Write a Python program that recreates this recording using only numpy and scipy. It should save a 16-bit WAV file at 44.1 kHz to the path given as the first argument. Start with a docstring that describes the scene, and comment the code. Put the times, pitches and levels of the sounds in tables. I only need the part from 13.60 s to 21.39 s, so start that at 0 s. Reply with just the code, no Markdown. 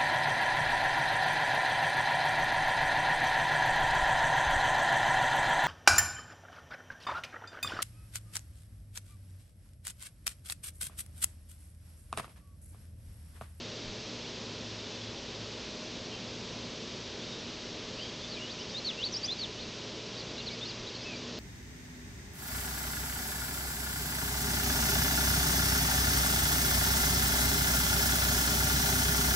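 """Songbird in a still meadow

A songbird warbles a few phrases of quick whistles, gliding pure tones that the foliage scatters.
Other birds call faintly from far off, each call blurred by distance into a narrow band of noise.
Under them lie a low distant rumble, a faint machine hum, a far engine's note, two soft low bumps,
the steady hiss of one small microphone and the recorder's faint thin whine."""
import sys
import numpy as np
from scipy import signal
from scipy.fft import rfft, irfft, next_fast_len
from scipy.io import wavfile
from scipy.ndimage import uniform_filter1d

SR = 44100
rng = np.random.default_rng(int(sys.argv[2]) if len(sys.argv) > 2 else 0)


def dump_mix(stems):
    """Bounce the given channels to the path in sys.argv[1] as a 16-bit WAV at rate SR."""
    frames = np.atleast_2d(stems).T  # one column per channel
    limited = np.clip(frames, -1, 1)  # hard clip at full scale
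    pcm = np.round(limited * 32767).astype(np.int16)
    wavfile.write(sys.argv[1], SR, pcm)


N = 343539
TIME = np.arange(N) / SR


def from_db(db):
    """The decibel scale is logarithmic: 20 dB is a tenfold amplitude."""
    return 10 ** (np.asarray(db) / 20)


def unit_rms(x):
    """Dividing a signal by its rms gives it unit mean power."""
    return x / np.sqrt(np.mean(x ** 2) + 1e-20)


def shaped_noise(gain_at):
    """Filtered white noise takes on the filter's spectrum; the result has unit rms."""
    size = next_fast_len(N)
    hz = np.maximum(np.fft.rfftfreq(size, 1 / SR), 1)
    white_spectrum = rfft(rng.standard_normal(size))
    return unit_rms(irfft(white_spectrum * gain_at(hz), size)[:N])


def coloured_noise(spectrum):
    """Spectral density sets a noise's colour; here it joins (f/Hz, level/dB) points over log f."""
    points_hz, points_db = np.transpose(spectrum)
    return shaped_noise(lambda hz: from_db(np.interp(np.log(hz), np.log(points_hz), points_db)))


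def drift(cutoff_hz):
    """Low-passed noise is a smooth random fluctuation, here of unit rms."""
    return shaped_noise(lambda hz: 1 / (1 + (hz / cutoff_hz) ** 4))


def distant_rumble(level_db=-46, sway_db=-0.3):
    """Broadband noise with its power at low frequencies is heard as a rumble."""
    # spectral density of the rumble: f/Hz, relative level/dB
    spectrum = [(15, -15), (30, -9), (60, -3.5), (140, 0.5), (220, 3.5), (290, 0.5), (410, 3), (600, -3),
                (760, -8.5), (1050, -9.5), (1500, -17.5), (3000, -36.5)]
    return from_db(level_db + sway_db * drift(5.6)) * coloured_noise(spectrum)


def microphone_hiss(level_db=-44.5, sway_db=0.14):
    """A microphone's self-noise is nearly stationary and is heard as a smooth hiss."""
    # spectral density of the hiss: f/Hz, relative level/dB
    spectrum = [(500, -13), (1400, -6.5), (2100, -4.5), (2600, -1.5), (3600, 0.5), (5000, -1.5),
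                (6100, -5.5), (7000, -12.5), (7800, -21.5), (8500, -41), (9000, -39.5)]
    return from_db(level_db + sway_db * drift(3.3)) * coloured_noise(spectrum)


def far_engine(trim_db=-0.5, wander_hz=0.92, waver_db=1.5):
    """Propagation through the air modulates the amplitude of one low, slowly creeping tone."""
    # the engine's note: t/s, f/Hz
    pitch_track = [(0.0, 111.9), (0.56, 112.7), (0.95, 107.4), (2.75, 115.0), (7.79, 117.1)]
    # its swelling and fading on the air: t/s, level/dB before the trim
    level_track = [(0.0, -53), (0.89, -53), (1.15, -48), (1.28, -56), (1.5, -47.5), (1.56, -64),
                   (1.84, -49), (2.06, -63), (2.6, -53), (4.06, -59.5), (7.48, -51.5), (7.79, -53)]
    hz = np.interp(TIME, *np.transpose(pitch_track)) + wander_hz * drift(8.6)
    db = np.interp(TIME, *np.transpose(level_track)) + trim_db + waver_db * drift(9.3)
    cycles = np.cumsum(hz) / SR
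    return np.sqrt(2) * from_db(db) * np.sin(2 * np.pi * cycles)


def hum_and_whine(wander_hz=0.83, waver_db=1.76):
    """A line spectrum: steady tones superpose, each wandering a little in frequency and level."""
    # tones of a low hum, and the recorder's faint thin whine near 8 kHz: f/Hz, rms level/dB
    tones = [(58.6, -63), (90, -66), (171.5, -66.5), (177.5, -65.5), (196, -65.5), (239.8, -55.5),
             (317.6, -63.5), (431, -60.5), (527, -63), (615.8, -60.5), (1002.8, -66.5), (2150, -83.5),
             (7837, -87), (7897, -85.5), (8103, -86), (8163, -87.5)]
    out = np.zeros(N)
    for hz, db in tones:
        cycles = np.cumsum(hz + wander_hz * drift(3.17)) / SR + rng.random()
        out += np.sqrt(2) * from_db(db + waver_db * drift(2)) * np.sin(2 * np.pi * cycles)
    return out


def low_bumps():
    """A tone burst of only a few slow pressure cycles is heard as a soft bump."""
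    # tone bursts: centre t/s, duration/s, f/Hz, level/dB
    bursts = [(0.286, .09, 28, -47), (7.22, .09, 30, -55)]
    out = np.zeros(N)
    for centre, duration, hz, db in bursts:
        t = TIME - centre
        window = np.cos(np.pi * np.clip(t / duration, -.5, .5)) ** 2
        out += np.sqrt(2) * from_db(db) * window * np.sin(2 * np.pi * hz * t)
    return out


def narrow_noise(hz, width_hz):
    """Random modulation broadens a gliding tone into a narrow band of unit rms."""
    offset_hz = np.fft.fftfreq(len(hz), 1 / SR)
    white = rng.standard_normal(len(hz)) + 1j * rng.standard_normal(len(hz))
    modulation = np.fft.ifft(np.fft.fft(white) / (1 + (2 * offset_hz / width_hz) ** 4))
    carrier = np.exp(2j * np.pi * np.cumsum(hz) / SR)
    return unit_rms(np.real(modulation * carrier))


def far_birds(blur_hz=150):
    """Distance smears each call into a swell of narrow-band noise around its gliding pitch."""
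    # distant calls: centre t/s, duration/s, centre f/Hz, glide/(Hz/s), level/dB
    calls = [(1.382, 0.33, 3450, -1200, -53), (2.53, .17, 3120, 0, -52), (2.54, .07, 2740, -5000, -51.5),
             (3.635, .1, 3580, 5000, -50), (3.74, .17, 3760, 0, -51), (4.474, 0.13, 3240, 700, -49),
             (4.43, .2, 4700, 0, -52), (4.637, .14, 3500, 3500, -49.5), (7.08, .1, 2880, -2500, -53)]
    out = np.zeros(N)
    for centre, duration, hz, glide, db in calls:
        on = np.abs(TIME - centre) < duration / 2
        t = TIME[on] - centre
        swell = np.cos(np.pi * t / duration)
        out[on] += from_db(db) * swell * narrow_noise(hz + glide * t, blur_hz)
    return out


def whistle(hz, db, throat_hz=4210, octave_loss_db=21.5):
    """Resonance: a gliding pure tone is strongest where it comes nearest the throat's frequency."""
    resonance_db = -octave_loss_db * np.log2(hz / throat_hz) ** 2
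    gain = from_db(db + resonance_db - resonance_db.max())
    return np.sqrt(2) * gain * np.sin(2 * np.pi * np.cumsum(hz) / SR)


def songbird(half_fade_s=0.007, quiver_fraction=0.0078, flutter_db=1.85):
    """Frequency modulation: each syllable follows one of five contours, scaled in time and pitch."""
    # pitch contours: fraction of the duration, fraction of the way from low f to high f
    upslur_shape = [(0, 0.009), (.3, .11), (.5, .28), (.66, .64), (.8, 1), (1, 0.79)]
    downslur_shape = [(0, .92), (.17, 1), (.5, .73), (.75, .44), (1, 0.0099)]
    scoop_shape = [(0, 0.051), (.45, .76), (1, 1)]
    arch_shape = [(0, 0.019), (.33, 0.91), (.62, 0.96), (1, 0)]
    dip_shape = [(0, 0.96), (.15, .85), (.47, 0), (.85, .72), (1, .7)]
    # syllables: onset t/s, duration/s, low f/Hz, high f/Hz, level/dB
    upslurs = [(4.866, 0.066, 2920, 4850, -45.5), (5.085, 0.051, 4450, 6050, -47),
               (5.143, .05, 3600, 4280, -39), (5.378, 0.099, 2620, 4700, -34.5),
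               (5.633, 0.039, 4540, 6200, -34), (5.68, 0.054, 3385, 4220, -35.5),
               (5.945, .088, 2570, 4550, -46)]   # rises that quicken and hook over at the top
    downslurs = [(4.698, 0.087, 2560, 4650, -47), (4.762, .026, 2260, 2510, -45),
                 (5.247, 0.074, 2430, 4540, -35.5), (5.79, 0.073, 2750, 4680, -37.5),
                 (6.863, 0.033, 3210, 4500, -40), (6.895, .055, 2160, 2300, -47.5),
                 (7.077, 0.047, 3130, 5100, -45.5), (7.452, 0.11, 2280, 2630, -44.5)]   # falls from a short crest
    scoops = [(4.378, 0.061, 2420, 3170, -42), (4.791, .075, 2720, 2930, -45),
              (4.975, 0.048, 2420, 3080, -46), (6.778, 0.044, 2750, 2790, -48),
              (6.909, 0.042, 3700, 5150, -47), (7.012, 0.036, 3380, 3700, -40.5),
              (7.053, 0.027, 3950, 4490, -42), (7.413, .033, 4000, 5200, -47),
              (7.556, 0.015, 4400, 4820, -44)]   # rises that level off
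    arches = [(6.558, .068, 3300, 4750, -47.5), (6.774, .036, 3300, 4150, -44),
              (7.26, .039, 3280, 4020, -46), (7.35, 0.018, 4100, 4550, -44.5)]   # quick chips, up and down
    dips = [(4.986, 0.059, 4400, 6100, -47), (5.525, .059, 4400, 6110, -34)]   # high V-shaped notes
    gestures = [(upslur_shape, upslurs), (downslur_shape, downslurs), (scoop_shape, scoops),
                (arch_shape, arches), (dip_shape, dips)]
    quiver = 1 + quiver_fraction * drift(250)
    flutter = flutter_db * drift(150)
    out = np.zeros(N)
    for shape, syllables in gestures:
        for onset, duration, low_hz, high_hz, db in syllables:
            on = np.abs(TIME - onset - duration / 2) < duration / 2 + half_fade_s
            t = TIME[on] - onset
            contour = uniform_filter1d(np.interp(t / duration, *np.transpose(shape)), size=256)
            hz = (low_hz + (high_hz - low_hz) * contour) * quiver[on]
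            ramp = np.clip((np.minimum(t, duration - t) + half_fade_s) / (2 * half_fade_s), 0, 1)
            out[on] += np.sin(np.pi / 2 * ramp) ** 2 * whistle(hz, db + flutter[on])
    return out


def foliage_scatter(song, near_db=-13, near_t60_s=0.12, far_db=-17, far_t60_s=0.51):
    """Scattering adds exponential decays: a short one from near leaves, a thin one from far trees."""
    out = song
    for db, t60_s in ((near_db, near_t60_s), (far_db, far_t60_s)):
        tail = rng.standard_normal(SR) * from_db(-60 * TIME[:SR] / t60_s)
        out = out + from_db(db) * signal.fftconvolve(song, tail / np.linalg.norm(tail))[:N]
    return out


def scene():
    """The sources superpose in one signal, which feeds both channels."""
    background = distant_rumble() + microphone_hiss() + far_engine() + hum_and_whine()
    mono = background + low_bumps() + far_birds() + foliage_scatter(songbird())
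    return np.array([mono, mono])


def record(dry):
    """Band limiting: the recorder's steep low-pass filter removes the top of the spectrum."""
    stopband_hz, attenuation_db = 9300, 60
    low_pass = signal.cheby2(16, attenuation_db, stopband_hz, fs=SR, output="sos")
    return signal.sosfilt(low_pass, dry)


dry = scene()
out = record(dry)
dump_mix(out)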